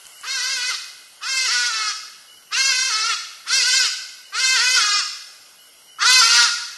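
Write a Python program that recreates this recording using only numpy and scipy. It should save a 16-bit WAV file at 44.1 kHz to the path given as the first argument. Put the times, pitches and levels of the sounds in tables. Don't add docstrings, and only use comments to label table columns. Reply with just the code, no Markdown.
import sys
import numpy as np
from scipy import signal
from scipy.io import wavfile
from scipy.ndimage import uniform_filter1d, minimum_filter1d

SR = 44100
rng = np.random.default_rng(int(sys.argv[2]) if len(sys.argv) > 2 else 0)


def field_ratio(decibels):
    return 10 ** (np.asarray(decibels, dtype=float) / 20)


def materialize(psi):
    bounded = np.clip(np.atleast_2d(psi).T, -1, 1)
    quanta = np.round(bounded * 32767).astype(np.int16)
    wavfile.write(sys.argv[1], SR, quanta)


N = 298557


def evened(x):
    return x / np.sqrt(np.mean(x ** 2) + 1e-20)


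def read(points, hz):
    f, value = np.transpose(points)
    return np.interp(np.log(hz + 1), np.log(f + 1), value)


def unroll(t, rows):
    return np.interp(t, *np.transpose(rows))


def wander(shape, seconds):
    size = max(int(seconds * SR), 1)
    return evened(uniform_filter1d(uniform_filter1d(rng.standard_normal(shape), size), size))


def add(mix, s, sound):
    part = mix[round(s * SR):][:len(sound)]
    part += sound[:len(part)]


# f/Hz, density/dB
HISS_SPECTRUM = [(15, -45), (25, -17.5), (665, -7), (979, -11), (1520, -7), (1730, -20), (2130, -7.5),
                 (2550, -13.5), (2900, -4), (3380, -10), (5530, -10), (6460, -13.5), (12000, -9),
                 (15600, -42), (22000, -120)]


def hiss():
    level_db, lift_db, rustle_db, rustle_end_s, rustle_fade_s = -56, 8, 5.5, .4, 1
    frames, hz = N // 256 + 5, np.fft.rfftfreq(1024, 1 / SR)[:, None]
    real, imag, patches = rng.standard_normal((frames, 513, 3)).T
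    patches = evened(uniform_filter1d(uniform_filter1d(patches, 10, 0), 12, 1))
    colour = field_ratio(read(HISS_SPECTRUM, hz))
    t = np.arange(frames) * 256 / SR
    swell_db = lift_db + rustle_db * np.clip(1 - (t - rustle_end_s) / rustle_fade_s, 0, 1)
    swell_db = swell_db * np.minimum(hz / 1500, 1)
    z = (real + 1j * imag) * colour / np.linalg.norm(colour) * field_ratio(1.9 * patches + swell_db)
    return field_ratio(level_db) * signal.istft(z, nperseg=1024, noverlap=768)[1][:N]


# f/Hz, t60/s
FOREST_T60 = [(400, 0.12), (1400, 0.89), (2500, 0.86), (4500, 0.7), (7000, 0.65), (11000, 0.93)]
# f/Hz, level/dB
ECHO_COLOUR = [(500, -11), (1500, -8.5), (3000, -7), (5000, -3), (9000, -4)]


def forest_echo(x):
    t, out, length = np.arange(N) / SR, np.zeros(N), 3 * SR // 2
    for path in range(3):
        taps = np.zeros(length)
        at = np.arange(300, length - 20, 20)
        taps[at + rng.integers(0, 20, len(at))] = rng.choice([-1., 1.], len(at))
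        hz, s, z = signal.stft(taps, SR, nperseg=256)
        near = field_ratio(-60 * s / read(FOREST_T60, hz)[:, None])
        far = field_ratio(-24.0 - 60 * s / 2.28)
        decay = (near + far) * np.minimum(s / 0.053 + 0.19, 1)
        decay /= np.sqrt((decay ** 2).mean(1, keepdims=True) * len(at))
        z = z * decay * field_ratio(read(ECHO_COLOUR, hz)[:, None])
        tail = signal.istft(z, SR, nperseg=256)[1]
        share = np.sqrt(2 / 3) * np.cos(np.pi * (5 * t + path / 3))
        out += share * signal.oaconvolve(x, tail)[:N]
    return out


# t/s, peak/dB, f/Hz
TWIGS = [
    (0.055, -23.5, 4530),
    (0.0684, -19.5, 7200),
    (0.2124, -20.5, 7660),
]


def twigs(mix):
    t = np.arange(400) / SR
    for s, db, hz in TWIGS:
        add(mix, s, field_ratio(db - 60 * t / 0.0018) * np.sin(2 * np.pi * hz * t))


def chirp(start, db, hz, throb_hz, depth, waver):
    t = start + np.arange(len(hz)) / SR
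    throb = 1 - depth * np.cos(np.pi * throb_hz * t) ** 2
    wavering_hz = hz * (1 + waver * wander(len(t), 0.0045))
    tone = np.sin(2 * np.pi * np.cumsum(wavering_hz) / SR)
    return start, field_ratio(db) * evened(tone * throb) * signal.windows.tukey(len(t), .15)


# t/s, length/s, peak/dB, f/Hz
CRICKETS = [
    (0.123, 0.2, -50.5, 2950),
    (2.26, 0.14, -49, 2945),
    (4.234, 0.084, -49, 2940),
    (5.563, 0.14, -52.5, 2950),
    (5.861, 0.15, -49, 2970),
]


def crickets(mix):
    for start, length, peak_db, hz in CRICKETS:
        u = np.linspace(0, 1, round(length * SR))
        db = peak_db - 16 * np.clip(1 - u / 0.22, 0, 1) - 9 * np.clip(u - .3, 0, 1)
        add(mix, *chirp(start, db, hz + 0 * u, throb_hz=68.0, depth=0.63, waver=0.012))


# t/s, length/s, peak/dB, first f/Hz
WHISTLES = [
    (2.28, .16, -63, 5550),
    (5.42, .13, -63, 5620),
    (5.66, .31, -60, 5350),
]


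def whistles(mix):
    top_hz = 5710
    for start, length, peak_db, first_hz in WHISTLES:
        u = np.linspace(0, 1, round(length * SR))
        hz = first_hz + (top_hz - first_hz) * np.sin(np.pi / 2 * np.minimum(u / 0.41, 1)) ** 2
        db = peak_db - 14 * (u - .7) ** 2
        add(mix, *chirp(start, db, hz, throb_hz=30, depth=0.33, waver=0.003))


# t/s, depth/dB, half width/s
THINNINGS = [(.31, 6, 0.018), (.55, 6, 0.026), (.68, 11, 0.019), (1.313, 8.5, 0.023), (1.421, 9.5, 0.093),
             (2.548, 13.5, 0.022), (2.646, 8.5, 0.031), (2.759, 6, 0.036), (2.848, 6, 0.01), (3.02, 1, 0.024),
             (3.599, 8, 0.1), (3.718, 21, 0.02), (3.773, 9.5, 0.024), (4.421, 6.5, 0.039), (4.49, 11, 0.033),
             (4.729, 11.5, 0.042), (6.138, 6, 0.051), (6.3, 5.5, 0.12), (6.4, -2, 0.034),
             (4.899, -2.5, 0.078), (1.78, -1, 0.088)]


def thinning(t):
    return sum(db * np.clip(1 - abs(t - s) / width, 0, 1) for s, db, width in THINNINGS)


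# start/s, end/s, half-line level/dB
DOUBLING = [(.36, .47, -14), (1.3, 1.44, -15), (1.5, 1.7, -3), (1.72, 1.88, -10), (2.6, 2.72, -12),
            (2.92, 3.03, -14), (3.55, 3.66, -14), (4.4, 4.55, -14), (4.62, 4.7, -12), (6.07, 6.14, -11),
            (6.27, 6.46, -2)]


def half_lines(t):
    half = sum(field_ratio(db) * np.clip(np.minimum(t - a, b - t) / 0.013, 0, 1) for a, b, db in DOUBLING)
    return half + field_ratio(-19.5 + 5 * wander(len(t), .03))


# f/Hz, level/dB
THROAT = [(640, -42.5), (780, -40), (1020, -6.5), (1250, -6.5), (1480, 8.5), (1780, -3), (2080, 2.5),
          (2330, -1), (2620, 1.5), (3400, -3.5), (4500, -3), (6000, -6), (8000, -15), (12000, -28.5)]


def throat_db(hz, beak, nasal_db, bright_db):
    nasal = np.clip((hz - 1850) / 400 + .5, 0, 1)
    bright = np.clip((hz - 3276) / 400 + .5, 0, 1)
    return read(THROAT, hz / np.clip(beak, 7 / 8, 9 / 8)) + nasal_db * nasal + (bright_db - nasal_db) * bright


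def partials(t, hz, turns, half, strain, shape):
    k = np.arange(3, 48)[:, None] / 2
    coarse = slice(None, None, 64)
    line_hz = k * hz[coarse]
    shimmer_db = (2.5 + .12 * k) * wander((len(k), len(t[coarse])), .014 / 64)
    slip = .0035 * k ** 1.4 * strain[coarse] * wander(shimmer_db.shape, .006 / 64)
    gains = field_ratio(throat_db(line_hz, *(c[coarse] for c in shape))) * np.where(k % 1, half[coarse], 1)
    low_rms = np.sqrt((gains ** 2 * (line_hz < 1800)).sum(0) / 2)
    gains *= field_ratio(shimmer_db) / low_rms
    swings = gains * np.exp(2j * np.pi * (rng.random(k.shape) + slip))
    half_turn = np.exp(1j * np.pi * turns)
    voice, partial = np.zeros(len(t)), half_turn ** 2
    for swing in swings:
        partial = partial * half_turn
        voice += (np.interp(t, t[coarse], swing) * partial).real
    return voice


def chest_tone(hz, turns, half, level_db):
    db = level_db + 8.5 + 0.0037 * (hz - 520) + 2.5 * wander(len(hz), 0.013)
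    undertone = field_ratio(-4.5) * half ** 2 * np.cos(3 * np.pi * turns)
    return field_ratio(db) * (np.cos(2 * np.pi * turns) + undertone)


def pulsed_breath(t, turns, shape):
    puffs = (0.93 + np.exp(-(turns % 1) / 0.064)) * rng.standard_normal(len(t))
    f, s, z = signal.stft(evened(puffs), SR, nperseg=256)
    f = f[:, None]
    tint = field_ratio(throat_db(f, *(np.interp(s + t[0], t, c) for c in shape)))
    tint /= np.sqrt((tint ** 2 * (f < 1800)).mean(0))
    return signal.istft(z * tint, SR, nperseg=256)[1][:len(t)]


def cry(row, pitch, effort):
    bright_db, chest_db, nasal_db, resonance_scale, hoarseness = row
    t = np.arange(pitch[0][0], pitch[-1][0], 1 / SR)
    hz = uniform_filter1d(unroll(t, pitch), size=300)
    thinning_db = thinning(t)
    muffle_db = 24.5 * np.exp(-(t - t[0]) / 0.017)
    effort_db = unroll(t, effort) - thinning_db
    bright_db = bright_db + thinning_db - muffle_db
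    chest_db = chest_db + 1.1 * thinning_db
    nasal_db = nasal_db + 1.1 * thinning_db - 0.71 * muffle_db
    beak = resonance_scale + 0.52 * (hz / 520 - 1)
    shape = beak, nasal_db, bright_db
    glide_hz_per_s = abs(np.gradient(uniform_filter1d(hz, size=600))) * SR
    strain = hoarseness + np.minimum(glide_hz_per_s / 1800, 2.0)
    turns = np.cumsum(hz * (1 + .003 * strain * wander(len(t), .004))) / SR
    half = half_lines(t)
    voice = partials(t, hz, turns, half, strain, shape)
    chest = chest_tone(hz, turns, half, chest_db)
    breath = field_ratio(-20) * strain ** 1.3 * pulsed_breath(t, turns, shape)
    edge = np.clip(np.minimum((t - t[0]) / 0.0012, (t[-1] - t) / 0.049), 0, 1)
    return t[0], field_ratio(effort_db) * edge * (voice + chest + breath)


# brightness/dB, chest tone/dB, nasal band/dB, throat resonance scale/1, hoarseness/1
CRIES = [
    (7, -29, 1, 0.974, 2.2),
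    (5, -33.5, -1, 1.0, 1.6),
    (6.5, -31.5, 1, 1.004, 1.6),
    (9, -31.5, 1.5, 1.012, 1.6),
    (5.5, -32, 0.5, 1.0155, 1.4),
    (5, -35.5, -3, 0.973, 1.4),
]
# t/s, f/Hz
PITCH = [
    [(.232, 349.3), (.272, 506), (.33, 544.7), (.404, 485.8), (.52, 546.3), (.6, 487.5), (.7, 513.7),
     (.726, 427.5), (.76, 367.3)],
    [(1.205, 347.4), (1.29, 532.4), (1.455, 515), (1.491, 430.5), (1.521, 491.8), (1.689, 481.4),
     (1.709, 446.3), (1.87, 427.2), (1.93, 394)],
    [(2.508, 377), (2.59, 532), (2.694, 541), (2.73, 504.2), (2.88, 530), (2.92, 429.3), (3.03, 438),
     (3.088, 473), (3.16, 383)],
    [(3.455, 331.5), (3.529, 523), (3.575, 539), (3.639, 471), (3.685, 512), (3.72, 500.7), (3.769, 537.6),
     (3.831, 492.7), (3.9, 371.4)],
    [(4.322, 374.6), (4.41, 520), (4.55, 520), (4.585, 441.3), (4.64, 496.6), (4.76, 517.8), (4.815, 418.4),
     (4.995, 406.3), (5.04, 290.5)],
    [(5.985, 319.1), (6.074, 491.7), (6.124, 515.2), (6.205, 509.2), (6.222, 450.5), (6.38, 480.7),
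     (6.45, 466.8), (6.484, 391), (6.515, 268)],
]
# t/s, effort/dB
EFFORT = [
    [(.232, -38.5), (.27, -36), (.41, -32.5), (.6, -34), (.73, -31), (.76, -20)],
    [(1.205, -49.5), (1.237, -32), (1.34, -28.5), (1.48, -27), (1.655, -28), (1.7, -30.5), (1.89, -30.5),
     (1.93, -22.5)],
    [(2.508, -47), (2.53, -26), (2.7, -27.5), (2.83, -30), (3.07, -29), (3.16, -24.5)],
    [(3.455, -44), (3.48, -35.5), (3.53, -26), (3.64, -26.5), (3.75, -26), (3.87, -28), (3.9, -30)],
    [(4.322, -39.5), (4.36, -28), (4.47, -23), (4.68, -24), (4.78, -21), (4.83, -29), (5.0, -29.5),
     (5.04, -29.5)],
    [(5.985, -34.5), (6.028, -22), (6.17, -13.5), (6.29, -23), (6.37, -17.5), (6.44, -22), (6.515, -34.5)],
]


def bird(mix):
    for row, pitch, effort in zip(CRIES, PITCH, EFFORT):
        add(mix, *cry(row, pitch, effort))


def scene():
    direct = np.zeros(N)
    twigs(direct)
    crickets(direct)
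    whistles(direct)
    bird(direct)
    mono = direct + forest_echo(direct) + hiss()
    return np.array([mono, mono])


# f/Hz, width/Hz, level/dB
PORT_DIPS = [(2350, 100, -6), (3694, 393, -6), (7930, 1000, -1)]
# f/Hz, level/dB
THRIFT = [(400, -80), (900, -24), (1500, -10), (2500, -4), (3400, -3.8), (5000, -8), (7500, -1.5),
          (11500, -1.5)]


def camera_bands(x, size=1024):
    edge_hz = 11900
    n, k = np.arange(2 * size)[:, None], np.arange(300 * size // 512)
    window = np.sin(np.pi * (n + .5) / (2 * size))
    basis = window * np.cos(np.pi / size * (n + .5 + size / 2) * (k + .5)) * np.sqrt(2 / size)
    padded = np.pad(x, (size, 2 * size - len(x) % size))
    c = np.lib.stride_tricks.sliding_window_view(padded, 2 * size)[::size].copy() @ basis
    hz = (k + .5) * SR / 2 / size
    port_db = sum(db * np.exp(-((hz - f) / w) ** 2) for f, w, db in PORT_DIPS)
    c *= field_ratio(port_db) * (hz < edge_hz)
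    power = uniform_filter1d(c ** 2, size=2, axis=0)
    band = np.repeat(power.reshape(len(c), -1, 8).mean(2), 8, axis=1)
    mask = abs(uniform_filter1d(power, size=40, axis=1)) * field_ratio(read(THRIFT, hz)) ** 2 + 1e-14
    step = .8 * np.sqrt(mask)
    frames = (np.round(c / step) * step * (band > mask)) @ basis.T
    return (frames[1:, :size] + frames[:-1, size:]).ravel()[:len(x)]


# t/s, level/dB
OVERLOADS = [(2.517, -44), (3.7948, -39), (4.757, -34), (6.1, -33), (6.105, -25), (6.1487, -35),
             (6.1506, -58), (6.1568, -54), (6.1845, -31), (6.3565, -50), (6.361, -35), (6.3632, -30),
             (6.3649, -30), (6.3705, -40), (6.374, -46), (6.381, -49), (6.3837, -34), (6.3918, -34),
             (6.3944, -49), (6.3986, -34), (6.407, -41), (6.409, -47), (6.419, -43), (6.4256, -37),
             (6.4284, -25), (6.437, -47)]


def shave_peaks(mono):
    shaving = np.exp(-(np.arange(-8, 9) / .9) ** 2)
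    for s, db in OVERLOADS:
        sign = np.sign(mono[round(s * SR) + len(shaving) // 2])
        add(mono, s, -sign * field_ratio(db + 17.0) * shaving)


def low_pass(x):
    return signal.sosfilt(signal.butter(12, 15850, fs=SR, output="sos"), x)


def record(dry):
    ceiling = .72
    room = minimum_filter1d(np.minimum(ceiling / (abs(dry[0]) + 1e-9), 1), size=90)
    mono = camera_bands(dry[0] * uniform_filter1d(room, size=80))
    shave_peaks(mono)
    return low_pass(np.array([mono, mono]))


dry = scene()
out = record(dry)
materialize(out)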